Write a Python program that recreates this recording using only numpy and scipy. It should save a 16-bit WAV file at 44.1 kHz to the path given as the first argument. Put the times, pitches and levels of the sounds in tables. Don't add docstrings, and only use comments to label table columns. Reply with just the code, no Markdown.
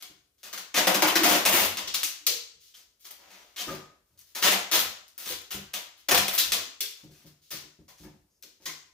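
import sys
import numpy as np
from scipy import signal
from scipy.fft import rfft, irfft
from scipy.io import wavfile
from scipy.ndimage import uniform_filter1d

SR = 44100
rng = np.random.default_rng(int(sys.argv[2]) if len(sys.argv) > 2 else 0)


def rack_gain(trim_db):
    fader = np.asarray(trim_db, float)
    return 10 ** (fader / 20)


def dump(signal):
    limited = np.clip(np.atleast_2d(signal).T, -1, 1)
    pcm = np.round(limited * 32767).astype(np.int16)
    wavfile.write(sys.argv[1], SR, pcm)


N = 393811

# t/s, length/s, snap level/dB, drumming re
# snap level/dB, swell over the jerk/dB
PULLS = [(0.7414, 0.046, -24, -5, 6.5), (0.789, 0.024, -32.5, -3, -6.5), (0.868, 0.015, -18.5, 0, -5),
         (0.945, 0.011, -22.5, -3, -6), (1.021, 0.018, -22.5, -1, -14),
         (1.076, 0.012, -20.5, -3.5, -10.5), (1.154, 0.016, -20, -5.5, -7.5),
         (1.2335, 0.043, -22.5, -3, -9.5), (1.283, 0.081, -26, -3, 1), (1.453, 0.042, -24.5, -3, -12),
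         (1.524, 0.11, -25.5, -5, -8), (1.631, 0.04, -34, -14, 6), (1.77, 0.025, -31.5, -9, -5),
         (1.874, 0.011, -31, -19.5, -19), (1.939, 0.015, -24.5, -18, -4.5),
         (2.0345, 0.016, -28, -28.5, 6.5), (2.2656, 0.014, -21, -34.5, -16.5),
         (4.349, 0.0047, -37, -6.5, 0), (4.353, 0.048, -38.5, -8, -9.5), (4.4192, 0.006, -30, -5, -1),
               (4.425, 0.062, -20.5, -7.5, -1.5), (4.521, 0.021, -28, -0.5, -10.5),
               (4.7134, 0.048, -22, -10, 2), (4.795, 0.011, -27.5, -10.5, 2),
               (6.085, 0.016, -25.5, -4.5, -15), (6.11, 0.015, -20, -2.5, -5),
               (6.1458, 0.01, -20, -8.5, -5), (6.175, 0.011, -23, -12, -13.5),
               (6.2813, 0.012, -30, -8, -10.5), (6.329, 0.03, -35, -10, -4), (6.379, 0.027, -23, -22.5, -4),
               (6.5185, 0.022, -24, -14, -4)]
WRAPS = [(0.022, 0.011, -42, -14, -6), (0.43, 0.056, -47, -10, -6), (0.529, 0.017, -37.5, -7.5, -10.5),
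         (0.5747, 0.017, -40.5, -7, -16), (2.7405, 0.068, -57.5, -16.5, -6), (3.045, 0.03, -48.5, -13, -2),
         (3.106, 0.0055, -42, -10.5, 3), (3.561, 0.012, -40.5, -14, -1), (3.574, 0.045, -36.5, -11.5, 7),
         (3.672, 0.084, -47.5, -1, -1.5), (4.175, 0.04, -60.5, -22, 5), (5.078, 0.0042, -53, -31, -4),
         (5.179, 0.08, -46.5, -12, -1), (5.2555, 0.034, -38.5, -10, 3), (5.29, 0.038, -36, -16.5, -1),
         (5.506, 0.045, -36.5, -12, -2.5), (5.734, 0.032, -34.5, -12.5, -11.5),
         (6.805, 0.013, -28.5, -28.5, -19), (7.5052, 0.004, -46, -12, .5), (7.509, 0.07, -43, -13, -17),
         (7.88, 0.033, -55.5, -6.5, -6), (8.034, 0.023, -63, 5, -5), (8.424, 0.014, -48, -21, 2.5),
         (8.6554, 0.025, -36, -16, -22)]
# t/s, length/s, snap level/dB, drumming re snap level/dB
CREEPS = [(0.001, 0.013, -50, -13), (0.371, 0.069, -70, -17), (2.596, 0.11, -61, -34),
          (2.993, 0.07, -62.5, -25), (3.07, 0.07, -70, -18), (3.181, 0.17, -62, -1.5),
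          (3.297, 0.14, -58.5, -4), (3.437, 0.14, -68, -6), (4.053, 0.12, -82, -29),
          (4.256, 0.07, -66, -18), (5.038, 0.059, -77, -30), (5.965, 0.044, -59, -17),
          (6.956, 0.097, -64, -10), (7.1, 0.14, -63.5, -12), (7.254, 0.032, -57.5, -11.5),
          (7.41, 0.1, -66, -34), (7.969, 0.079, -60, -19), (8.272, 0.02, -86, 3), (8.606, 0.09, -61.5, -16)]
CREEP_SWELL_DB, CREEP_ATTACK_S, JERK_ATTACK_S = -3, 0.011, 0.0003
# t/s, flutter of the peel line f/Hz, hiss re snap level/dB
ROLL_ANGLE = [(0, 3600, 0), (.55, 4200, 0), (.75, 3100, -2.5), (1.2, 2760, -4.5), (1.55, 2400, 0.5),
              (1.78, 3200, -15), (2.03, 5500, 0.5), (2.3, 4000, -2.3), (3.0, 5200, 3.5), (3.2, 3200, -5),
              (4.2, 5190, 4), (4.45, 2920, -3.5), (5.15, 4300, 3.5), (5.5, 2900, -0.5), (6.15, 3480, -2.5),
              (6.4, 3950, 0.5), (8.05, 4630, 0.5), (8.6, 5150, -3)]
TIGHT_FOLLOWS = 0.13
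BODY_DB, BODY_FOLLOWS = -1, 0.54

# f/Hz, width/Hz, level/dB
STRIP_MODES = [(197, 18, 0), (307.7, 30, -3.5), (447, 26, -18), (608, 40, -10.5), (720, 45, -14),
               (974, 35, -7)]
# f/Hz, level per Hz/dB
DRUM_SPECTRUM = [(50, -58), (80, -21), (250, -10), (500, -3.5), (800, -1), (1100, -4), (1600, -29.5),
                 (3000, -50)]
# f/Hz, level per Hz/dB
BODY_SPECTRUM = [(500, -32.5), (900, -13), (1300, -0.5), (2000, 0), (2600, -5), (4500, -43.5)]
# f/Hz, level per Hz/dB
SNAP_SPECTRUM = [(800, -56.5), (1500, -31), (2200, -7.5), (3000, 5.5), (4600, 4), (6700, 7), (7500, -11.5),
                 (10000, -31.5)]
# f/Hz, level per Hz/dB
HISS_SPECTRUM = [(4000, -29), (6800, -17), (7700, -8.5), (10000, -6.5), (12500, -6.5), (15000, -1.5),
                 (16500, 0)]

# t/s, peak level/dB
CRACKS = [(0.743, -19.5), (1.2344, -6.5), (1.2455, -10.5), (1.2638, -9.5), (1.2913, -6.5), (1.323, -11.5),
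          (1.3534, -11), (1.361, -16), (1.453, -3.5), (1.4614, -5.5), (1.4895, -8), (1.5277, -11.5),
          (1.636, -10.5), (1.6498, -15), (1.7718, -17), (1.788, -22), (.877, -7.5), (0.783, -10.5),
          (1.281, -9), (1.3178, -10), (1.945, -12.5), (2.033, -7), (2.2722, -14), (2.2789, -10.5),
          (4.4762, -15.5), (4.517, -5), (4.5322, -13), (4.7484, -10.5), (6.117, -6), (6.1125, -6),
          (6.146, -8.5), (6.1786, -5), (6.2825, -12), (6.3797, -9), (6.5208, -13), (6.8063, -19.5)]
# f/Hz, level per Hz/dB
CRACK_SPECTRUM = [(200, -23), (800, -8.5), (3000, 4.5), (7000, -2), (8000, 0.5), (15000, -3)]
# t/s, peak level/dB
TICKS = [(0.742, -31.5), (0.7473, -24), (0.8699, -10), (0.8757, -11), (0.8808, -12), (0.9445, -7.5),
         (0.95, -11), (1.0218, -11.5), (1.0269, -11), (1.0308, -13.5), (1.0746, -8.5),
         (1.0815, -12.5), (1.1558, -16.5), (1.1621, -15.5), (1.1674, -14.5), (1.2351, -11),
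         (1.2403, -16.5), (1.2446, -11.5), (1.2651, -9), (1.2731, -11.5), (1.291, -5.5), (1.304, -11),
         (1.3086, -12.5), (1.313, -12), (1.3297, -11), (1.3609, -8), (1.3774, -16), (1.4545, -13),
         (1.4621, -8.5), (1.4956, -9.5), (1.5006, -13), (1.527, -13), (1.5401, -9.5), (1.552, -14),
         (1.5679, -10), (1.5823, -12.5), (1.6024, -10.5), (1.6113, -11), (1.6212, -14),
         (1.6374, -16.5), (1.6506, -11.5), (1.6607, -16), (1.7733, -23.5), (1.7881, -23.5),
         (1.7932, -26.5), (1.81, -27), (1.8731, -32), (1.9417, -22.5), (1.9453, -12.5), (1.9509, -17),
         (1.958, -20.5), (1.9926, -25.5), (2.032, -16), (2.0384, -8), (2.2674, -12), (2.2717, -16),
         (2.2884, -16.5), (2.3041, -21.5),
         (3.0587, -43), (3.1101, -25), (3.1124, -32), (3.1183, -33), (3.5665, -37), (4.191, -34.5),
               (4.3505, -26.5), (4.3554, -23.5), (4.3726, -26), (4.4195, -24.5), (4.4837, -12),
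               (4.5157, -14.5), (4.5211, -14.5), (4.5368, -15), (4.7153, -31), (4.7375, -15), (4.7499, -17),
               (4.7562, -13.5), (4.766, -16), (4.7923, -12.5), (4.802, -14), (5.1787, -28.5), (5.1825, -25),
               (5.1862, -26), (5.2024, -24), (5.4179, -32), (5.506, -34), (5.5124, -29), (5.519, -23),
               (5.7348, -31.5), (5.74, -25.5), (5.7574, -29.5), (5.774, -27.5), (6.0859, -15.5),
               (6.113, -18), (6.1148, -9.5), (6.1268, -14.5), (6.146, -9), (6.1501, -11.5), (6.1799, -13),
               (6.282, -17.5), (6.33, -18.5), (6.337, -19), (6.3415, -14), (6.351, -9), (6.3617, -18),
               (6.3802, -10), (6.387, -5.5), (6.4, -13.5), (6.5198, -12), (6.806, -24), (6.8289, -18),
               (6.9109, -38), (7.505, -30), (7.509, -35), (7.5275, -40), (8.4254, -32), (8.6557, -30)]
# f/Hz, level per Hz/dB
TICK_SPECTRUM = [(5000, -32), (7500, -20), (9000, -9), (12000, -3), (15000, 1.5), (17000, 0.5)]
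TICK_DB, TICK_S, TICK_LEFT_DB, TICK_ROOM_DB, CRACK_NEAR_DB = 2.5, 0.00035, 8, -3.5, -4

# t/s, f/Hz, level/dB, held/s
STRIP_NOTES = [
    (1.235, 708, -26, .2),
    (1.16, 318, -33, .12),
    (1.24, 305, -31, .2),
    (3.69, 1250, -54, .3),
    (1.53, 967, -38, .1),
    (6.12, 200, -39, .2),
    (4.74, 970, -38, .05),
    (5.54, 199, -45, .15),
]
FADE_SHARE = 0.45

# t/s, f/Hz, peak level/dB, driven for/s
RINGS = [(.945, 280, -22, 0.04), (1.3, 300, -24.5, 0.061), (1.03, 1414, -19.5, 0.03),
         (2.27, 460, -34, 0.08), (6.1, 53, -28.5, .08), (8.04, 910, -55, 0.044),
         (6.81, 436, -42.5, 0.039), (3.68, 1200, -28, 0.0336), (3.575, 3210, -27.5, 0.044),
         (6.385, 3920, -16.5, 0.042), (6.52, 3500, -21, 0.03), (2.74, 3200, -41, .02),
         (3.69, 556, -32.5, 0.031), (8.661, 1036, -37, 0.045), (8.66, 2300, -46, 0.037),
         (8.66, 2040, -33, 0.059), (.775, 640, -24, .03), (.87, 700, -18, 0.03),
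         (0.8, 950, -20.5, 0.027), (1.236, 250, -26, 0.03), (1.022, 560, -29, 0.03),
         (1.155, 325, -21, 0.066), (1.6, 75, -31, 0.047), (1.455, 620, -25, .1),
         (1.62, 640, -26.5, .04), (2.03, 300, -46, 0.05), (3.67, 205, -35, .07),
         (4.45, 84, -41.5, 0.11), (4.44, 200, -33.5, 0.07), (4.8, 200, -41, .06),
         (5.3, 471, -34.5, 0.024), (5.52, 6800, -38, 0.05), (5.545, 400, -39.5, 0.046),
         (6.56, 270, -42, .08), (6.112, 520, -20.5, .03), (6.45, 65, -38.5, .1),
         (8.04, 730, -59, 0.036), (8.04, 1690, -53, .04), (8.6, 53, -49, 0.069),
         (3.68, 1700, -37, .04), (3.18, 730, -61, .12), (6.81, 1620, -44, .04), (6.81, 2000, -52, .04),
         (2.2, 304, -57.5, .06), (1.8, 151, -60, 0.055), (4.1, 100, -56, .1), (0.018, 720, -51, .03),
         (1.7, 75, -45, .15), (5.26, 87, -44, 0.088), (6.283, 3600, -24.5, .02),
         (6.52, 480, -36, .03), (6.52, 680, -36, .03), (6.57, 1100, -36, .04), (6.4, 300, -42, .03),
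               (.87, 300, -22, .03), (1.022, 320, -23, .04), (.87, 900, -22, .02), (1.025, 850, -22, .04),
               (1.078, 3100, -19, .03), (1.156, 3200, -22, .02), (5.74, 3600, -30, .04),
               (4.43, 750, -26, .06), (1.46, 80, -34, .06), (4.36, 800, -42, .04), (6.81, 4500, -36, .03),
               (1.945, 1400, -35, .02), (6.39, 3700, -21, .06), (6.1, 80, -33, .08), (4.75, 75, -40, .08),
               (8.05, 75, -48, .12)]
BROAD_HZ = 14000

# t/s, peak level/dB, place round the box (0 long side, 1 lid, 2 end panel)
BUMPS = [(0.09, -50, 0.53), (0.775, -28, 1.5), (1.02, -30, 1.3), (1.155, -27, 0.92), (1.232, -19.5, 1.1),
         (1.349, -24.5, 1.2), (1.529, -27, 1.4), (1.619, -28.5, 1.53), (1.868, -39.5, 2.36),
         (2.276, -59, 2.1), (2.549, -60.5, .01), (7.09, -41, 0.12), (3.667, -26.5, 0.63),
         (3.728, -36.5, 1.5), (4.452, -36, 0.18), (4.73, -31, 2.26), (5.296, -34, 1.87),
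         (5.538, -31.5, 2.53), (6.114, -19.5, 2.2), (6.522, -44, 2.3), (6.807, -48, 1.9), (7.031, -36, .2),
         (7.24, -39, 0.2), (7.52, -38, 0.4), (7.627, -46, 0.4), (7.785, -38, 0.18), (7.997, -41, 0.24),
         (8.04, -34.5, 0.3), (8.431, -51, 1.5), (8.665, -42, 0.56)]
# f/Hz, level/dB, T60/s
LONG_SIDE = [(58.6, -13.5, 0.066), (78, -9.5, 0.14), (153.4, 4, 0.095), (195, -3, 0.093)]
LID = [(247, -8, 0.14), (305, 0.5, 0.12), (371, -6, 0.08), (673, -18, 0.22)]
END_PANEL = [(410, -3, .06), (470.7, -2, 0.045), (555, -10, 0.05), (683, -16, 0.05), (856, -17, 0.05)]
PANEL_FALL_DB, SCUFF_S = 14.5, 0.024

RUSTLE_S, RUSTLE_LENGTH_S, RUSTLE_DB = 8.296, 0.11, -74

# right lag/samples, left louder by/dB
PLACES = [
    (2, 3),
    (1, 3),
    (3, 4),
]
# f/Hz, level/dB
DIRECT_PATH = [(100, -6), (1000, -3), (4000, -1.5), (12000, 2)]
# delay/s, left level/dB, right level/dB
ECHOES = [
    (.0055, -4.5, -7.5),
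    (.0032, -14, -8),
]
# f/Hz, T60/s
ROOM_T60 = [(60, 0.41), (300, 0.43), (1000, 0.52), (3000, 0.48), (6500, 0.47), (10000, 0.28), (15000, 0.34)]
# f/Hz, likeness (0 to 1)
LIKENESS = [(60, 1), (180, 0.9), (550, 0.4), (1650, 0), (4970, 0.026), (15000, 0.068)]
# f/Hz, left louder by/dB
LEFT_LOUDER = [(60, 0.5), (180, -1), (550, 2.5), (1650, 2), (4970, 6), (8500, -1), (14000, 5.5)]
ROOM_DB, BOX_ROOM_DB, DIFFUSE_DB = 1, -6.5, -1.5
# f/Hz, level per Hz/dB
FLOOR_SPECTRUM = [(30, -9), (81, -7.5), (125, -22.5), (415, -19.5), (844, -30), (2300, -33), (5000, -30),
                  (16000, -27.5)]
FLOOR_DB = -75.5


def rms_one(x):
    return x / np.sqrt(np.mean(x ** 2) + 1e-20)


def at_hz(points, hz):
    table = np.array(points)
    return np.interp(np.log(hz + 1e-9), np.log(table[:, 0]), table[:, 1])


def colour(x, spectrum, size=4096):
    magnitude = rack_gain(at_hz(spectrum, np.fft.rfftfreq(size, 1 / SR)))
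    cepstrum = irfft(np.log(magnitude), size)
    cepstrum[1:size // 2] *= 2
    cepstrum[size // 2 + 1:] = 0
    taps = irfft(np.exp(rfft(cepstrum)), size)
    return signal.oaconvolve(x, taps / np.sqrt(np.sum(taps ** 2)))[:N]


def resonance(x, hz, width):
    r = np.exp(-np.pi * width / SR)
    gain = (1 - r * r) / 2
    return signal.lfilter([gain, 0, -gain], [1, -2 * r * np.cos(2 * np.pi * hz / SR), r * r], x + 1e-18)


def jerks():
    sharp = [(*row, JERK_ATTACK_S) for row in PULLS + WRAPS]
    soft = [(*row, CREEP_SWELL_DB, CREEP_ATTACK_S) for row in CREEPS]
    return sorted(sharp + soft)


def strands(per_s, spread_db):
    sizes = rack_gain(spread_db * np.minimum(rng.exponential(1, N), 4.2)) * rng.choice([-1, 1], N)
    clicks = rms_one(sizes * (rng.random(N) < per_s / SR))
    return clicks / np.sqrt(uniform_filter1d(clicks ** 2, size=512) + 0.016)


def tape():
    drum, body, snap, hiss, first = np.zeros((5, N))
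    first[np.round(np.array(jerks())[:, 0] * SR).astype(int)] = -rack_gain(13.0)
    tearing = strands(per_s=2500, spread_db=5.0) + first
    fine = 0.78 * tearing + 0.48 * strands(per_s=10000, spread_db=1.5)
    angle_s, angle_flutter_hz, angle_hiss_db = np.array(ROLL_ANGLE).T
    for s, length, db, drum_db, swell_db, attack in jerks():
        at, count = round(s * SR), max(round(length * SR), 40)
        step = np.arange(count)
        onset = np.minimum((step + 1) / (attack * SR), 1)
        pull = rack_gain(db + swell_db * (step / count - 0.5)) * onset
        flutter_hz = np.interp(s, angle_s, angle_flutter_hz)
        hiss_db = np.interp(s, angle_s, angle_hiss_db)
        tight = rack_gain(-TIGHT_FOLLOWS * max(drum_db, -24))
        torn = np.append(pull * tearing[at:at + count], np.zeros(200))[:N - at]
        flutter = resonance(torn, flutter_hz, 0.71 * flutter_hz / tight)
        snap[at:at + len(torn)] += 0.62 * torn + 0.47 * tight * flutter
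        drum[at:at + count] += pull * rack_gain(drum_db)
        body[at:at + count] += pull * rack_gain(BODY_DB + BODY_FOLLOWS * drum_db)
        hiss[at:at + count] += pull * rack_gain(hiss_db)
    low = colour(drum * tearing, DRUM_SPECTRUM)
    modes = sum(rack_gain(db) * resonance(low, hz, width) for hz, width, db in STRIP_MODES)
    drumming = rack_gain(-5.0) * low + rack_gain(6.0) * modes
    middle = rack_gain(-2.0) * colour(body * tearing, BODY_SPECTRUM)
    snapping = rack_gain(-1.5) * colour(snap, SNAP_SPECTRUM)
    hissing = rack_gain(0.9) * colour(hiss * fine, HISS_SPECTRUM)
    return drumming + middle + snapping + hissing


def cracks():
    clicks = np.zeros(N)
    s, db = np.transpose(CRACKS)
    clicks[np.round(s * SR).astype(int)] = -rack_gain(db + 6.0)
    return colour(clicks, CRACK_SPECTRUM)


def ticks():
    out, rows = np.zeros(N), TICKS
    spits = rng.standard_normal((len(rows), 80)) * np.exp(-np.arange(80) / (TICK_S * SR))
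    for (s, db), spit in zip(rows, spits):
        at = round(s * SR)
        out[at:at + 80] += rack_gain(db + TICK_DB) * spit / np.sqrt(np.mean(spit[:20] ** 2))
    return colour(out, TICK_SPECTRUM)


def singing():
    out, t = np.zeros(N), np.arange(SR // 2) / SR
    noises = rng.standard_normal((len(STRIP_NOTES), SR // 2))
    for (s, hz, db, held), noise in zip(STRIP_NOTES, noises):
        wobble = 1 + 0.3 * rms_one(resonance(noise, 25, 30))
        envelope = np.clip(np.minimum(t / 0.01, (held - t) / (FADE_SHARE * held)), 0, 1)
        tone = envelope * wobble * np.sin(2 * np.pi * hz * t)
        at = round(s * SR)
        out[at:at + len(t)] += rack_gain(db) * tone[:N - at]
    return out


def core():
    rows = RINGS
    out, grit = np.zeros(N), rng.standard_normal((len(rows), SR // 2))
    for (s, hz, db, driven), noise in zip(rows, grit):
        friction = noise * (np.arange(SR // 2) < driven * SR)
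        width = 4000 / hz + 0.04 * hz + hz * (hz / BROAD_HZ) ** 2
        tone = resonance(friction, hz, width)
        at = round(s * SR)
        out[at:at + len(tone)] += rack_gain(db) * tone[:N - at] / np.abs(tone).max()
    return out


def box():
    out, t = np.zeros(N), np.arange(round(0.4 * SR)) / SR
    panels = [sum(rack_gain(db - 60 * t / t60) * np.sin(2 * np.pi * hz * t) for hz, db, t60 in modes)
              for modes in (LONG_SIDE, LID, END_PANEL)]
    grit = rng.standard_normal((len(BUMPS), 3, 4000))
    for (s, db, place), noise in zip(BUMPS, grit):
        scuff = noise * np.exp(-t[:4000] / SCUFF_S) * np.minimum(t[:4000] / 0.007, 1)
        rings = signal.fftconvolve(panels, scuff, axes=1)
        away = np.abs((place - np.arange(3) + 1.5) % 3 - 1.5)
        share = rack_gain(-PANEL_FALL_DB * (away - away.min())) / np.abs(rings).max(axis=1)
        sound = share @ rings
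        at = round(s * SR)
        out[at:at + len(sound)] += rack_gain(db - 0.5) * sound[:N - at]
    return out


def rustle():
    t = np.arange(N) / SR - RUSTLE_S
    on = np.clip(np.minimum(t / 0.008, (RUSTLE_LENGTH_S - t) / 0.03), 0, 1)
    band = signal.butter(6, (4700, 6800), "band", fs=SR, output="sos")
    hiss = signal.sosfilt(band, rng.standard_normal(N))
    return rack_gain(RUSTLE_DB - 3) * on * rms_one(hiss)


def stereo_bands(count, level):
    out, edges = 0, 30 * 2 ** np.arange(0, 9.4, 0.5)
    white = rng.standard_normal((2, 2, count))
    for k, (low, high) in enumerate(zip(edges, edges[1:])):
        band = signal.butter(2, [low, high], "band", fs=SR, output="sos")
        mid, side = signal.sosfilt(band, white[k % 2])
        hz = np.sqrt(low * high)
        alike = np.clip(at_hz(LIKENESS, hz), -1, 1)
        pair = np.sqrt(1 + alike) * mid + np.sqrt(1 - alike) * side * [[1], [-1]]
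        balance = rack_gain(at_hz(LEFT_LOUDER, hz) * np.array([[0.5], [-0.5]]))
        out = out + level(hz) * pair * balance
    return out


def room(x, lag, left_db, room_db):
    t = np.arange(round(0.7 * SR)) / SR

    def decay(hz):
        t60 = at_hz(ROOM_T60, hz)
        return rack_gain(-60 * t / t60) / np.sqrt(t60)

    tail = stereo_bands(len(t), decay)
    tail *= np.clip((t - 0.002) / 0.00078, 0, 1)
    response = rack_gain(room_db) * tail / np.sqrt(np.sum(tail ** 2) / 2)
    direct = irfft(rack_gain(at_hz(DIRECT_PATH, np.fft.rfftfreq(64, 1 / SR))))
    direct = np.roll(direct, 8)
    response[0, :64] += direct * rack_gain(left_db / 2)
    response[1, lag:lag + 64] += direct * rack_gain(-left_db / 2)
    for delay, *db in ECHOES:
        at = round(delay * SR)
        response[:, at:at + 64] += direct * rack_gain(db)[:, None]
    return signal.fftconvolve(x[None], response, axes=1)[:, 8:N + 8]


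def diffuse(x):
    def stored(hz):
        floor = rack_gain(2 * (at_hz(FLOOR_SPECTRUM, hz) + FLOOR_DB + 29.0))
        if hz < 400:
            return np.sqrt(floor)
        edges = [hz / 2 ** 0.25, min(hz * 2 ** 0.25, 0.45 * SR)]
        band = signal.sosfilt(signal.butter(2, edges, "band", fs=SR, output="sos"), x)
        keep = rack_gain(-120 / (at_hz(ROOM_T60, hz) * SR))
        power = uniform_filter1d(band ** 2, 256, origin=127)
        energy = signal.lfilter([1 - keep], [1, -keep], power)
        return np.sqrt(rack_gain(2 * DIFFUSE_DB + 1.5) * np.abs(energy) * SR / hz + floor)
    return stereo_bands(N, stored)


def scene():
    starts = np.round(np.array(jerks())[:, 0] * SR)
    place = np.searchsorted(starts, np.arange(N), side="right") % len(PLACES)
    thick, thin = cracks(), ticks()
    peel = tape() + thick
    heard = sum(room(peel * (place == k), lag, left_db, ROOM_DB) for k, (lag, left_db) in enumerate(PLACES))
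    beamed = thin * rack_gain([[TICK_LEFT_DB / 2], [-TICK_LEFT_DB / 2]]) + rack_gain(CRACK_NEAR_DB) * thick
    beamed[1] = np.roll(beamed[1], 2)
    late = diffuse(peel + rack_gain(TICK_ROOM_DB) * thin)
    knocks = room(box() + core() + rustle(), 1, 1.0, BOX_ROOM_DB)
    return heard + beamed + late + knocks + singing()


def roll_off(x):
    return signal.sosfilt(signal.butter(12, 16940, fs=SR, output="sos"), x)


def record(dry):
    thin = signal.sosfilt(signal.butter(3, 50.0, "high", fs=SR, output="sos"), dry)
    rounded = 1.274 * np.tanh(thin / 1.784)
    cut = signal.sosfilt(signal.cheby2(12, 42, 15900, fs=SR, output="sos"), rounded)
    return roll_off(cut)


dry = scene()
out = record(dry)
dump(out)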